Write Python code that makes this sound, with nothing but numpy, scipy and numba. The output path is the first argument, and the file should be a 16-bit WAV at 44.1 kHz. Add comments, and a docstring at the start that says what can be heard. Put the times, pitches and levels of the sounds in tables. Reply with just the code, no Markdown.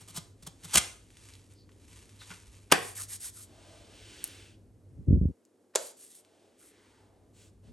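"""In a small kitchen, over a steel sink, a latex glove is stretched, slips off in jerks, snaps free
and is dropped. Wet bare hands slap together, popping the air between them, then rub, slide apart and
slap again. The sink and the walls echo. A draught buffets the microphone, whose wind filter then
thins the bass for a while. An appliance hums behind it all."""
import sys
import numpy as np
from scipy import signal
from scipy.fft import rfft, irfft, next_fast_len
from scipy.io import wavfile
from scipy.ndimage import uniform_filter1d
from numba import njit

SR = 44100
rng = np.random.default_rng(int(sys.argv[2]) if len(sys.argv) > 2 else 0)


def wav_out(sig):
    """Save sig, one row per channel (or a flat mono array), as 16-bit PCM at SR to the path in sys.argv[1]."""
    wavfile.write(sys.argv[1], SR, np.round(np.clip(np.atleast_2d(sig).T, -1, 1) * 32767).astype(np.int16))


N = 340452
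T = np.arange(N) / SR


# rubber jerking over skin: start_s, length_s, level_db
JERKS = [(.005, 0.017, -53.5), (0.075, 0.036, -51), (0.143, 0.016, -48), (0.161, .022, -35),
         (.423, 0.0088, -49.5), (0.464, 0.012, -41.5), (0.632, 0.012, -48.5), (0.644, .012, -43.5),
         (0.7331, 0.022, -26), (0.7536, .006, -16), (0.7695, 0.013, -16)]
# tone of tight rubber and of slack rubber: pitch_hz, level_db
TIGHT_TONE = [(180, -34), (330, -10), (1340, -5.5), (2250, -18), (3190, -4), (4440, -6.5), (8500, -3),
              (10000, -4.5), (11300, -8.5), (13800, -17.5), (16000, -21.5)]
SLACK_TONE = [(88, -42.5), (150, 0.5), (414, -18.5), (1560, -10), (1790, -12), (2100, -5.5), (2550, -6),
              (3220, -3.5), (4160, -9.5), (9080, -2.5), (10200, -4), (11700, -12.5), (16000, -46)]
def glove_jerks(off_s=0.7374, slacken_s=0.034, tight_flap_share=.15):
    """Each jerk is a rush of tiny slips ending in a thud; once off, the slack glove flaps lower."""
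    tight, slack, rebounds = np.zeros((3, N))
    for start, length, db in JERKS:
        loudness = undb(db) * burst(length, rise_s=0.0023, fall_s=0.0039)
        flap = np.clip(tight_flap_share + max(start - off_s, 0) / slacken_s, 0, 1)
        add(tight, start, np.sqrt(1 - flap) * loudness)
        add(slack, start, np.sqrt(flap) * loudness)
        rebound_db = min(db + 3.5, -31)  # follows the jerk, but rubber can only swing so far
        add(rebounds, start + .75 * length, undb(rebound_db) * thud(hz=160, t60=0.086))
    slipping = colour(tight * grains(14000, spread_db=4.0), TIGHT_TONE)
    flapping = colour(slack * grains(14000, spread_db=2.5), SLACK_TONE)
    return slipping + flapping + rebounds


# pulls on the glove, and handfuls of it being crumpled: peak_s, length_s, level_db
PULLS = [(.01, 0.11, -57.5), (.16, 0.11, -54.5), (.47, 0.083, -59.5), (.74, 0.093, -42)]
CRUMPLES = [(1.28, 0.23, -56.5), (1.52, 0.062, -63.5), (1.98, 0.21, -56.5), (2.23, 0.083, -54.5),
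            (2.32, 0.17, -52.5), (2.56, 0.26, -62)]
# tone of rustling rubber: pitch_hz, level_db
RUSTLE_TONE = [(530, -34.5), (900, -3.5), (1420, -6.5), (2480, -1.5), (4960, -5), (6280, -2.5),
               (8730, -2.5), (10200, -5.5), (11400, -8), (13700, -42.5), (15000, -52)]
def glove_rustle():
    """Stretched rubber creaks more and more until it gives; loose rubber crumples in the hand."""
    creak = swells(PULLS, rise=0.55, fall=0.46) * grains(7000, spread_db=0.5)
    handfuls = undb(1.5 * wander(60)) * swells(CRUMPLES, rise=.6, fall=0.53)
    folds = handfuls * grains(4900, spread_db=1.5)
    return colour(creak + folds, RUSTLE_TONE)


# puffs of air: start_s, length_s, level_db, pitch_hz
PUFFS = [(1.544, 0.11, -67.5, 4530), (2.189, .06, -54.5, 3800)]
def glove_puffs():
    """Air squeezed out of the glove makes a short, breathy hiss."""
    air = np.zeros(N)
    for start, length, db, hz in PUFFS:
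        add(air, start, undb(db) * swish(length, hz, sink=0.12, width=0.099))
    return air


# the limp glove landing: start_s, length_s, level_db
FLOPS = [(1.69, .002, -61.5), (2.212, .0083, -53.5), (2.301, .02, -45.5)]
# tone of a flop: pitch_hz, level_db
FLOP_TONE = [(88, -27.5), (150, -2), (373, -9.5), (525, -14.5), (1380, -2.5), (1520, -1), (2400, -7.5),
             (8390, -18), (11400, -26.5), (12700, -42), (14000, -96)]
# soft knocks of the glove: start_s, pitch_hz, level_db, fade_s
THUDS = [(.768, 64.9, -30, .15), (2.3, 175, -49, .2), (2.48, 60, -47.5, .25)]
def glove_landing():
    """The freed glove flops and thuds against hand and counter."""
    flops, thuds = np.zeros((2, N))
    for start, length, db in FLOPS:
        add(flops, start, undb(db) * burst(length, rise_s=0.15 * length, fall_s=0.008))
    for start, hz, db, t60 in THUDS:
        add(thuds, start, undb(db) * thud(hz, t60))
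    return colour(flops * grains(4900, spread_db=1.5), FLOP_TONE) + thuds


# palm meeting palm: start_s, closing_s, level_db, cupped_share, air_hz, air_db, squirt_hz, squirt_db
SLAPS = [(2.7212, .004, -8.5, 0, 996, -10, 9653, -2.5), (5.7572, 0.00338, -20.5, 0.83, 593, -13, 7260, -6)]
# notes of the closed palms: pitch_hz, level_db (relative to the smack), fade_s
PALM_NOTES = [(410, -3, .014), (900, -8.5, 0.0059), (1500, -10, .005)]
# tone of flat palms and of cupped palms: pitch_hz, level_db
FLAT_TONE = [(76, -31.5), (130, -2), (974, -5.5), (1290, -6.5), (1580, -4), (2140, -8), (2890, -4),
             (3910, -15), (5080, -12.5), (5850, -14), (9480, -16), (10300, -19), (11800, -16.5),
             (16000, -49)]
CUPPED_TONE = [(180, -26), (330, -8), (738, -8), (1520, -14), (1760, -19.5), (3220, -11.5), (5710, -12),
               (7300, -10.5), (9330, -11.5), (10500, -11.5), (11400, -27), (15000, -39)]
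def hand_slaps(touch_lead_s=0.0056, touch_db=-11.5, rush_s=.022, rush_db=-40.5, flesh_db=-13):
    """The palms smack shut, pop the air trapped between them and squirt out a film of water."""
    flat, cupped, body = np.zeros((3, N))
    t = T[:SR // 10]
    for start, closing, db, cup, air_hz, air_db, squirt_hz, squirt_db in SLAPS:
        loudness = burst(closing, rise_s=.0003, fall_s=0.0023)[:len(t)]
        # the edges of the hands touch just before the palms
        for contact, contact_db in (start - touch_lead_s, db + touch_db), (start, db):
            smack = undb(contact_db) * rng.standard_normal(len(t)) * loudness
            add(flat, contact, (1 - cup) * smack)
            add(cupped, contact, cup * smack)
        pop = undb(air_db) * ring(t, air_hz, t60=6 / air_hz)
        squirt = undb(squirt_db) * ring(t, squirt_hz, t60=.004)
        flesh_thump = (1 - cup) * undb(db + flesh_db) * ring(t, hz=155, t60=.05)
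        add(body, start, pop + squirt + flesh_thump)
        # air rushes out as the palms approach
        add(body, start - rush_s, undb(db + rush_db) * swish(rush_s, hz=1350, sink=-.3, width=.6))
        for hz, note_db, t60 in PALM_NOTES:
            add(body, start + closing / 2, undb(db + note_db) * ring(t, hz, t60))
    slaps = colour(flat, FLAT_TONE) + colour(cupped, CUPPED_TONE) + body
    return cut_lows(slaps, hz=115., damping=2.2)  # hands are too small to give off deep bass


# small wet ticks of rubber, skin and nails: start_s, strength_db, pitch_hz
TICKS = [(1.1042, -49.5, 2420), (1.17, -45.5, 2650), (1.3376, -47, 4260), (1.353, -47, 3280),
         (1.537, -59, 8750), (1.719, -57, 2970), (2.0933, -48, 1770), (4.2414, -26.5, 10000),
         (4.2767, -47, 11200), (5.452, -60, 7114), (6.2489, -54, 2890)]
def wet_ticks(ring_db=18.5, fizz_db=-8.5):
    """Sticky films part with a very short ring and a little fizz."""
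    rings, fizz = np.zeros((2, N))
    t = T[:SR // 40]
    for start, db, hz in TICKS:
        add(rings, start, undb(db + ring_db) * ring(t, hz, t60=0.0014))
        add(fizz, start, undb(db + fizz_db) * rng.standard_normal(len(t)) * np.exp(-t / 0.0087))
    return cut_lows(rings + colour(fizz, RUSTLE_TONE), hz=1500., damping=4.4)


# brisk palm strokes: start_s, length_s, level_db, hollow_hz, hollow_db, sink_octaves
STROKES = [(2.768, .18, -47, 2570, -54, .3), (2.948, .11, -39.5, 1540, -50.5, 1.34),
           (3.079, .1, -41.5, 1950, -57.5, 0.31), (3.197, .11, -39.5, 1530, -59.5, 1.5),
           (3.325, .14, -49.5, 1300, -64.5, 0.27), (5.746, .18, -47.5, 2600, -68, .3),
           (5.964, 0.12, -54, 3560, -80, .1), (6.062, 0.16, -56, 3580, -70, .1),
           (6.575, .15, -60.5, 1360, -71.5, .1)]
# tone of rubbed skin: pitch_hz, level_db
RUB_TONE = [(350, -53), (600, -25.5), (1160, -20.5), (5480, -9.5), (8620, -2), (10200, -3), (11700, -7.5),
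            (13200, -18), (13800, -44), (14500, -24.5), (16000, -28)]
def hand_rubbing(delay_share=0.15, open_share=0.54):
    """Skin ridges hiss with each stroke's speed; the hollow between the palms opens and sinks in pitch."""
    speed, hollow = np.zeros((2, N))
    for start, length, db, hz, hollow_db, sink in STROKES:
        add(speed, start, undb(db) * arch(length, power=.66))
        air = swish(open_share * length, hz, sink, width=0.14)
        add(hollow, start + delay_share * length, undb(hollow_db) * air)
    ridges = grains(12000, spread_db=0.5) * undb(1.4 * wander(110))
    return colour(speed * ridges, RUB_TONE) + hollow


# gentle hand movements: start_s, length_s, strength_db, swish_hz, swish_db, sink_octaves
HAND_MOVES = [(3.426, .62, -54, 610, -62, 0.18), (3.88, 0.69, -48, 2850, -59, 0.17),
              (6.149, 0.48, -66.5, 650, -72, 0.39), (6.529, 0.57, -64, 1870, -72, 0.54),
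              (6.7, 0.74, -76.5, 810, -72, 1.2), (7.329, 0.18, -58, 7550, -65.5, .1),
              (7.62, 0.11, -63.5, 500, -69.5, .1)]
# tone of their soft hiss: pitch_hz, level_db
MOVE_TONE = [(180, -32), (300, 2.5), (692, -11.5), (1280, -14), (1600, -5.5), (1760, -11), (2900, -5.5),
             (5510, -9.5), (7010, -11), (8640, -9.5), (10100, -16.5), (11400, -20.5), (14000, -55)]
def hand_movements(hiss_db=-5.5):
    """Gentle movements give a soft, even hiss and a faint falling swish."""
    loudness, swishes = np.zeros((2, N))
    # the swishes at 6.529 s and 6.7 s are room noise reflecting off a moving hand
    for start, length, db, hz, swish_db, sink in HAND_MOVES:
        add(loudness, start, undb(db) * arch(length, power=0.94))
        add(swishes, start, undb(swish_db) * swish(length, hz, sink, width=0.29))
    return undb(hiss_db) * loudness * colour(noise(), MOVE_TONE) + swishes


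# gusts at the microphone: start_s, length_s, level_db
GUSTS = [(4.898, .18, -51.5), (4.959, .07, -45), (5.066, 0.13, -21), (5.208, 0.042, -24.5),
         (5.277, 0.039, -31), (7.645, .1, -49.5)]
# the strongest swirls of air: start_s, peak_db
SWIRLS = [(5.084, -18.5), (5.107, -11), (5.128, -10), (5.162, -18), (5.213, -15), (5.254, -14.5)]
# tone of the rumble: pitch_hz, level_db
DRAUGHT_TONE = [(15, -44), (25, -33.5), (50, -9.5), (81, 1.5), (103, -11), (128, -8), (265, -16.5),
                (574, -40.5), (898, -73.5), (1000, -84.5), (1300, -120), (2200, -120)]
def draught(side_db=-11):
    """Rough air rumbles on the microphone and single swirls thump it, a little unevenly left and right."""
    flow = np.zeros(N)
    for start, length, db in GUSTS:
        add(flow, start, undb(db) * arch(length, power=0.51))
    push = flow * unit(undb(2 * wander(70)))
    mid, side = (colour(push * noise(), DRAUGHT_TONE) for _ in range(2))
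    thump = response(DRAUGHT_TONE)
    for start, db in SWIRLS:
        knock = undb(db) * thump / np.abs(thump).max()
        add(mid, start, knock)
        add(side, start, rng.standard_normal() * knock)
    return widen(mid, undb(side_db) * side)


# tone of the echo: pitch_hz, gain_db
ECHO_TONE = [(60, -5.5), (200, -2), (500, 6.5), (1000, 4), (1800, 3), (2900, 1), (4500, 2), (9000, -2),
             (15000, -8)]
def room_echo(sound, bowl_fade_s=0.11, bowl_db=-14, wall_fade_s=0.42, wall_db=-12, side_db=-3):
    """Sound bounces quickly round the steel bowl of the sink, then fills the kitchen."""
    sound = convolve(sound, response(ECHO_TONE))
    bounces = (undb(bowl_db) * reflections(bowl_fade_s) + undb(wall_db) * reflections(wall_fade_s)
               for _ in range(2))
    mid, side = (convolve(sound, pattern) for pattern in bounces)
    # left and right differ mostly in the lower part of the echo
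    side = signal.sosfilt(signal.butter(1, 2200, fs=SR, output="sos"), side)
    return widen(mid, undb(side_db) * side)


# tone of the room air: pitch_hz, level_db
AIR_TONE = [(25, -18.5), (55, 4.5), (80, -3.5), (130, -16.5), (180, -9.5), (260, -5.5), (450, -10.5),
            (700, -22), (1200, -36.5), (3000, -42), (9000, -36), (12000, -40.5), (15000, -65.5)]
def kitchen_hum(hum_hz=98.4, hum_db=-58.5, air_db=-61.5, air_side_db=-12, hum_side_db=-20):
    """An appliance hums, wavering, over a dull murmur of room air."""
    pitch = np.full(N, hum_hz)
    hum, hum_side = (undb(hum_db) * unit(band_and_high(noise(), pitch, 0.045)[0]) for _ in range(2))
    air, air_side = (undb(air_db + wander(9.6)) * colour(noise(), AIR_TONE) for _ in range(2))
    return widen(air + hum, undb(air_side_db) * air_side + undb(hum_side_db) * hum_side)


def undb(db):
    """Turn decibels into a multiplier."""
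    return np.exp(np.asarray(db) * (np.log(10) / 20))


def unit(x):
    """Scale a sound to an average power of 1."""
    return x / np.sqrt(np.mean(x ** 2))


def noise():
    """An even hiss: white noise."""
    return rng.standard_normal(N)


def wander(turns_per_s):
    """A random drift above and below zero, about 1 in size."""
    points = rng.standard_normal(4096)
    return np.interp(T * turns_per_s, np.arange(len(points)), points)


def grains(clicks_per_s, spread_db):
    """Dense tiny clicks of uneven size."""
    dice, size = rng.random((2, N), dtype=np.float32)
    hits = np.flatnonzero(dice < clicks_per_s / SR)
    boost_db = spread_db * np.minimum(-np.log1p(-size[hits]), 4)
    clicks = np.zeros(N)
    clicks[hits] = noise()[hits] * undb(boost_db)
    return unit(clicks)


def ring(t, hz, t60):
    """A struck note that fades by 60 dB in t60 seconds."""
    return np.sin(2 * np.pi * hz * t) * np.exp(-np.log(1000) * t / t60)


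def thud(hz, t60):
    """A soft, low knock of rubber."""
    return ring(T[:SR // 4], hz, t60) * burst(t60, rise_s=.0016, fall_s=0.044)


def swish(length, hz, sink, width):
    """A narrow hiss whose pitch drops by sink octaves, passing hz halfway."""
    along = np.linspace(-.5, .5, int(length * SR))
    pitch = hz * 2 ** (-sink * along)
    air = band_and_high(noise()[:len(along)], pitch, width)[0]
    return arch(length, power=0.7) * unit(air)


def reflections(t60):
    """Dense echoes that start after 2 ms and die away."""
    t = T[:int(.7 * SR)]
    decay = np.clip((t - .002) / 0.00077, 0, 1) * np.exp(-np.log(1000) * t / t60)
    return decay * rng.standard_normal(len(t)) / np.linalg.norm(decay)


def burst(length, rise_s, fall_s):
    """Loudness that swells, holds for its length and dies away."""
    t = T[:SR // 4]
    return (1 - np.exp(-t / rise_s)) * np.exp(-np.maximum(t - length, 0) / fall_s)


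def swells(rows, rise, fall):
    """Loudness that grows to each peak and dies away; rise and fall are shares of the length."""
    power = np.zeros(N)
    for peak_s, length, db in rows:
        distance = np.maximum((peak_s - T) / rise, (T - peak_s) / fall) / length
        power += (undb(db) * np.exp(-distance)) ** 2
    return np.sqrt(power)


def arch(length, power):
    """A movement that speeds up and slows down again."""
    return np.abs(np.sin(np.linspace(0, np.pi, int(length * SR)))) ** power


def add(track, start_s, sound):
    """Mix a short sound into a track."""
    start = max(int(start_s * SR), 0)
    track[start:start + len(sound)] += sound[:N - start]


def response(tone, size=4096):
    """What a single click becomes when shaped by a tone table."""
    hz, db = np.transpose(tone)
    grid = np.maximum(np.fft.rfftfreq(size, 1 / SR), 1)
    gain = undb(np.interp(np.log(grid), np.log(hz), db))
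    cepstrum = irfft(np.log(gain))
    # fold it so that nothing sounds before the click
    cepstrum[1:size // 2] *= 2
    cepstrum[size // 2 + 1:] = 0
    return irfft(np.exp(rfft(cepstrum)))


def convolve(x, click_response):
    """Pass a sound through a filter or an echo."""
    return signal.oaconvolve(x, click_response)[:N]


def colour(x, tone):
    """Give a hiss a tone and keep its power."""
    shape = response(tone)
    return convolve(x, shape / np.linalg.norm(shape))


@njit
def band_and_high(x, hz, damping):
    """A filter with a moving pitch; returns the sound near that pitch and the sound above it."""
    band, high = np.empty(len(x)), np.empty(len(x))
    band_state, low_state = 0., 0.
    for i in range(len(x)):
        step = np.tan(np.pi * hz[i] / SR)
        swing = (band_state + step * (x[i] + 1e-18 - low_state)) / (1 + step * (step + damping))
        band[i] = damping * swing
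        high[i] = x[i] - damping * swing - low_state - step * swing
        band_state = 2 * swing - band_state
        low_state += 2 * step * swing
    return band, high


def cut_lows(x, hz, damping):
    """Thin out the low part of a sound."""
    return band_and_high(x, np.full(N, hz), damping)[1]


def widen(mid, side):
    """Make left and right: mid is what they share, side sets them apart."""
    return np.array([mid + side, mid - side])


def scene(directions=3):
    """Glove and hands close to the microphone, with their echo, the hum and the draught."""
    glove = glove_jerks() + glove_rustle() + glove_puffs() + glove_landing()
    handling = glove + wet_ticks() + hand_rubbing() + hand_movements()
    # a slap has different fine detail in each direction
    slap_echo = sum(room_echo(hand_slaps()) for _ in range(directions)) / np.sqrt(directions)
    return handling + room_echo(handling) + hand_slaps() + slap_echo + kitchen_hum() + draught()


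def wind_filter(x, threshold_db=-33, react_s=0.2696, release_s=1.84, depth_db=-48, cut_hz=235):
    """Lasting rumble turns the bass down; it then creeps back."""
    rumble = signal.sosfilt(signal.butter(4, 110, fs=SR, output="sos"), x.mean(axis=0))
    windy = uniform_filter1d(rumble ** 2, SR // 16) > undb(threshold_db) ** 2
    since_wind_s = T - np.maximum.accumulate(np.where(windy, T, -np.inf))
    grip = uniform_filter1d(np.clip(1 - since_wind_s / release_s, 0, 1), SR // 12)
    late_grip = np.interp(T - react_s, T, grip)
    bass = signal.sosfiltfilt(signal.butter(2, cut_hz, fs=SR, output="sos"), x)
    return x - (1 - undb(depth_db * late_grip)) * bass


# tone of the microphone pair: pitch_hz, gain_db
MIC_TONE = [(20, 0.5), (8000, -1), (9600, 1), (11200, 4.5), (12300, -7), (13500, -1), (15500, -4)]
# how far the left microphone runs ahead of the right: pitch_hz, lead_radians
MIC_LEAD = [(0, 0), (1300, -.3), (3000, .55), (5200, .45), (6400, .05), (7800, .4), (8750, 0), (9400, -1.7),
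            (10300, -3.14), (11850, -6.2), (12400, -6.5), (13600, -9.4), (15100, -12.6)]
def record(dry, peak_limit=.88, top_hz=15850):
    """Two microphones filter wind, tint the sound, round off its peaks and cut the highest treble."""
    x = np.array([convolve(channel, response(MIC_TONE)) for channel in wind_filter(dry)])
    size = next_fast_len(N + SR // 10)
    lead = np.interp(np.fft.rfftfreq(size, 1 / SR), *np.transpose(MIC_LEAD))
    shift = np.exp(.5j * np.array([lead, -lead]))
    x = irfft(rfft(x, size) * shift, size)[:, :N]
    rounded = x / (1 + (x / peak_limit) ** 6) ** (1 / 6)
    return signal.sosfilt(signal.ellip(8, .2, 70, top_hz, fs=SR, output="sos"), rounded)


dry = scene()
out = record(dry)
wav_out(out)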